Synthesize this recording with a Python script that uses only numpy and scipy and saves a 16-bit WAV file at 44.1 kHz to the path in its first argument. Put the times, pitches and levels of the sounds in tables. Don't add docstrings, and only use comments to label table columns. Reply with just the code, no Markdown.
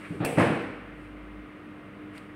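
import sys
import numpy as np
from scipy import signal
from scipy.fft import rfft, irfft
from scipy.io import wavfile

SR = 44100
rng = np.random.default_rng(int(sys.argv[2]) if len(sys.argv) > 2 else 0)


def wav_record(signal):
    frames = np.transpose(np.atleast_2d(signal))
    bounded = np.clip(frames, -1, 1)
    quanta = np.round(bounded * 32767).astype(np.int16)
    wavfile.write(sys.argv[1], SR, quanta)


N = 103635
TIME = np.arange(N) / SR

# f/Hz, relative level/dB
FAN_COLOUR = [(25, -19), (60, -11), (100, 0.5), (150, 1.5), (270, 1), (400, -1.5), (600, -5), (850, -12),
              (1250, -5.5), (1600, -10), (2100, -11), (2800, -16), (4000, -30.5), (5500, -39.5),
              (7200, -43.5), (9000, -36.5), (11000, -45), (15500, -46)]
# f/Hz, rms level/dB
HUM_LINES = [(100, -62), (199.5, -56.5), (301.3, -49), (1238, -69), (1900, -65), (2003, -80), (2099, -68)]
# middle t/s, half length/s, level/dB, low-pass f/Hz
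PAPER_SLIDES = [(0.055, 0.031, -44, 2820), (0.056, 0.22, -51.5, 11900), (1.03, 0.086, -62.5, 12000),
                (2.17, 0.029, -50.5, 12000), (2.218, 0.063, -59.5, 10000)]
# t/s, level/dB
PAPER_SNAPS = [(2.1786, -55), (2.1791, -46)]
# f/Hz, relative level/dB
PAPER_SLIDE_COLOUR = [(200, -20), (900, 4), (2300, 10), (3500, -5), (4700, -10.5), (6500, -18), (8800, -5),
                      (11500, -17), (15500, -18)]
PAPER_SNAP_COLOUR = [(500, -7), (2000, -1.5), (3300, -1.5), (4700, -0.5), (6300, -25), (8700, -8.5),
                     (11000, -19), (15500, -20)]
# t/s, relative level/dB, low-pass f/Hz, punch level/dB
KNOCK_HITS = [(0.1012, -17, 294, -28), (.119, -15, 300, -38), (0.2036, -11.5, 430, -23.5),
              (.2195, -8.5, 444, -27)]
# f/Hz, relative level/dB, t60/s
BODY_RING_MODES = [(105.7, -12.5, 0.88), (134, -2, 0.41), (173.2, -2, 0.27), (223.4, -1.5, 0.55),
                   (266.7, -2.5, 0.91), (333.4, 5.5, 0.61), (384.3, -7, .55), (479.2, -1, 0.94),
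                   (596, -6.5, 0.62), (690, 3, 0.23), (873, -7, 0.42), (1055, -0.5, 0.36), (1229, -9, 0.41),
                   (1394, -19, 0.36), (2170, 0, 0.29), (2239, -13, 0.36), (2783, -20, 0.25)]
BODY_FLEX_MODES = [(132, -2, 0.11), (160.2, 1, .12), (294, -3, 0.13)]
# f/Hz, relative level/dB
BODY_RING_COLOUR = [(50, -40), (80, -4), (125, 1), (300, 0.5), (520, -0.5), (850, -7), (1300, -9),
                    (2600, -11.5), (3400, -21), (6000, -24.5), (7200, -24), (8500, -14), (10000, -8.5),
                    (10800, -31), (15000, -38)]
# f/Hz, t60/s
ROOM_DECAY = [(120, 0.62), (300, 1.03), (700, 0.64), (2000, 1.266), (4500, 0.84), (9000, 0.59),
              (15000, 0.6)]
# t/s, rms level/dB
SCRAPE_ENVELOPE = [(.19, -96), (0.204, -39), (.228, -36.5), (.248, -35), (.28, -90)]
# t/s, relative ringing level/dB, relative snap level/dB
LATCH_HITS = [(.2484, 3, -3), (0.2526, -1.5, -14), (.2598, -2.5, -11), (0.396, -3, -30), (0.415, -9.5, -34),
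              (0.6213, -31, -34)]
# f/Hz, relative level/dB, t60/s
LATCH_RING_MODES = [(270.7, 8.5, 0.23), (470, 3.5, 0.78), (754, -0.5, 0.63), (1685, 5, 0.12),
                    (2470, 4, .08), (2514, -6.5, 0.28), (2670, 4, 0.16), (2774, -14.5, 0.17),
                    (8400, -18, 0.34), (8790, -1, .12), (9260, -16, 0.077)]
# f/Hz, relative level/dB
LATCH_SCRAPE_COLOUR = [(300, -16), (750, 6.5), (1400, -0.5), (2700, -8), (4200, -20.5), (5500, -40),
                       (15000, -49)]
LATCH_RING_COLOUR = [(100, -1), (270, 11), (650, 15.5), (1100, 2), (2600, 6), (3700, -10), (7000, -16.5),
                     (7900, -1.5), (9400, -3), (10800, -12), (15500, -21)]
LATCH_SNAP_COLOUR = [(500, 13), (1800, 0), (2600, 11), (3300, -5), (4500, 5), (6500, -5), (9000, -4),
                     (14000, 3), (15800, -11)]
# t/s, relative level/dB, contact low-pass f/Hz, punch level/dB
THUD_HITS = [(0.373, -1.5, 2000, -16.5), (.383, 2, 2500, -29), (.399, -0.5, 2870, -34),
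             (.409, -4, 2970, -21.5), (.428, -6, 1520, -28), (.464, -11.5, 2510, -30),
             (0.499, -10, 895, -20), (.6, -19, 1960, -41)]
# t/s, rms level/dB
DRONE_ENVELOPE = [(.6, -64), (.82, -53), (.97, -52), (1.22, -48.5), (1.42, -48.5), (1.5, -65)]


def from_db(db):
    return 10 ** (np.asarray(db) / 20)


def envelope(points):
    times, db = np.transpose(points)
    return from_db(np.interp(TIME, times, db))


def at_hz(points, hz):
    freqs, values = np.transpose(points)
    return np.interp(np.log(hz + 1e-3), np.log(freqs), values)


def noise(colour):
    hz = np.arange(N // 2 + 1) * SR / N
    spectrum = rfft(rng.standard_normal(N)) * from_db(at_hz(colour, hz))
    x = irfft(spectrum, N)
    return x / np.sqrt(np.mean(x ** 2) + 1e-20)


def drift(rate_hz):
    knots = rng.standard_normal(4096)
    return np.interp(TIME * rate_hz, np.arange(len(knots)), knots)


def decay(start, t60, rise_s=1e-5):
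    age = np.maximum(TIME - start, 0)
    return (1 - np.exp(-age / rise_s)) * from_db(-60 * np.minimum(age / t60, 3))


def lowpass(x, hz):
    return signal.sosfilt(signal.butter(2, min(hz, .45 * SR), fs=SR, output="sos"), x)


def fan(air_db=-47.5, waver_db=2.8):
    hum = 0
    for hz, db in HUM_LINES:
        amplitude = np.sqrt(2) * from_db(db + waver_db * drift(rate_hz=9.34))
        hum += amplitude * np.sin(2 * np.pi * (hz * TIME + rng.random()))
    return from_db(air_db) * noise(FAN_COLOUR) + hum


def paper(grain_db=0.5):
    slides = 0
    for middle, half_length, db, cutoff_hz in PAPER_SLIDES:
        swell = from_db(db) * np.exp(-((TIME - middle) / half_length) ** 2)
        slides += swell * lowpass(noise(PAPER_SLIDE_COLOUR), cutoff_hz)
    grain = from_db(grain_db * drift(rate_hz=370))
    snaps = sum(from_db(db) * decay(start, t60=.02) for start, db in PAPER_SNAPS)
    return slides * grain + snaps * noise(PAPER_SNAP_COLOUR)


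def knocks():
    return body_blows(KNOCK_HITS, crack_db=-16.5, crack_t60=0.054, ring_db=-45, room_db=-16)


def body_blows(hits, **contact):
    x = 0
    for start, db, cutoff_hz, punch_db in hits:
        strike = blow(start, BODY_RING_COLOUR, BODY_RING_MODES, **contact)
        x += from_db(db) * lowpass(strike, cutoff_hz) + from_db(punch_db) * punch(start)
    return signal.sosfilt(signal.butter(4, 85, "high", fs=SR, output="sos"), x)


def blow(start, colour, modes, crack_db, crack_t60, ring_db, room_db):
    crack = from_db(crack_db) * noise(colour) * decay(start, crack_t60, rise_s=0.0004)
    ringing = from_db(ring_db) * ring(start, modes)
    return crack + ringing + from_db(room_db) * room_tail(start, colour)


def punch(start):
    return sum(from_db(db) * decay(start, t60, rise_s=0.0027) * np.sin(2 * np.pi * hz * (TIME - start))
               for hz, db, t60 in BODY_FLEX_MODES)


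def ring(start, modes):
    ringing = 0
    for hz, db, t60 in modes:
        amplitude = from_db(db + rng.normal()) * decay(start, t60, rise_s=0.0036)
        ringing += amplitude * np.sin(2 * np.pi * hz * TIME)
    return ringing


def room_tail(start, colour, build_s=0.0096):
    rest, tail = noise(colour), 0
    for hz in np.geomspace(125, 16000, 8):
        upper_edge_hz = min(hz * np.sqrt(2), .45 * SR)
        band = signal.sosfiltfilt(signal.butter(2, upper_edge_hz, fs=SR, output="sos"), rest)
        rest = rest - band
        tail += band * decay(start, at_hz(ROOM_DECAY, hz))
    age = np.maximum(TIME - start, 0)
    return tail * (1 - np.exp(-age / build_s))


def scrape():
    return envelope(SCRAPE_ENVELOPE) * noise(LATCH_SCRAPE_COLOUR)


def latch():
    ringing, snaps = 0, 0
    for start, db, snap_db in LATCH_HITS:
        ringing += from_db(db) * blow(start, LATCH_RING_COLOUR, LATCH_RING_MODES,
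                                      crack_db=-28, crack_t60=.05, ring_db=-47, room_db=-37)
        snaps += from_db(snap_db - 26.5) * decay(start, t60=0.027)
    return ringing + snaps * noise(LATCH_SNAP_COLOUR)


def thud():
    return body_blows(THUD_HITS, crack_db=-19, crack_t60=0.14, ring_db=-41, room_db=-24)


def drone(hz=52, octave_db=-12.5):
    phase = 2 * np.pi * hz * TIME
    tone = np.sin(phase) + from_db(octave_db) * np.sin(2 * phase)
    return np.sqrt(2) * envelope(DRONE_ENVELOPE) * tone


def scene():
    return (fan() + paper() + knocks() + scrape() + latch() + thud() + drone())[None, :]


def record(dry):
    return signal.sosfilt(signal.ellip(10, .2, 80, 15800, fs=SR, output="sos"), dry)


dry = scene()
out = record(dry)
wav_record(out)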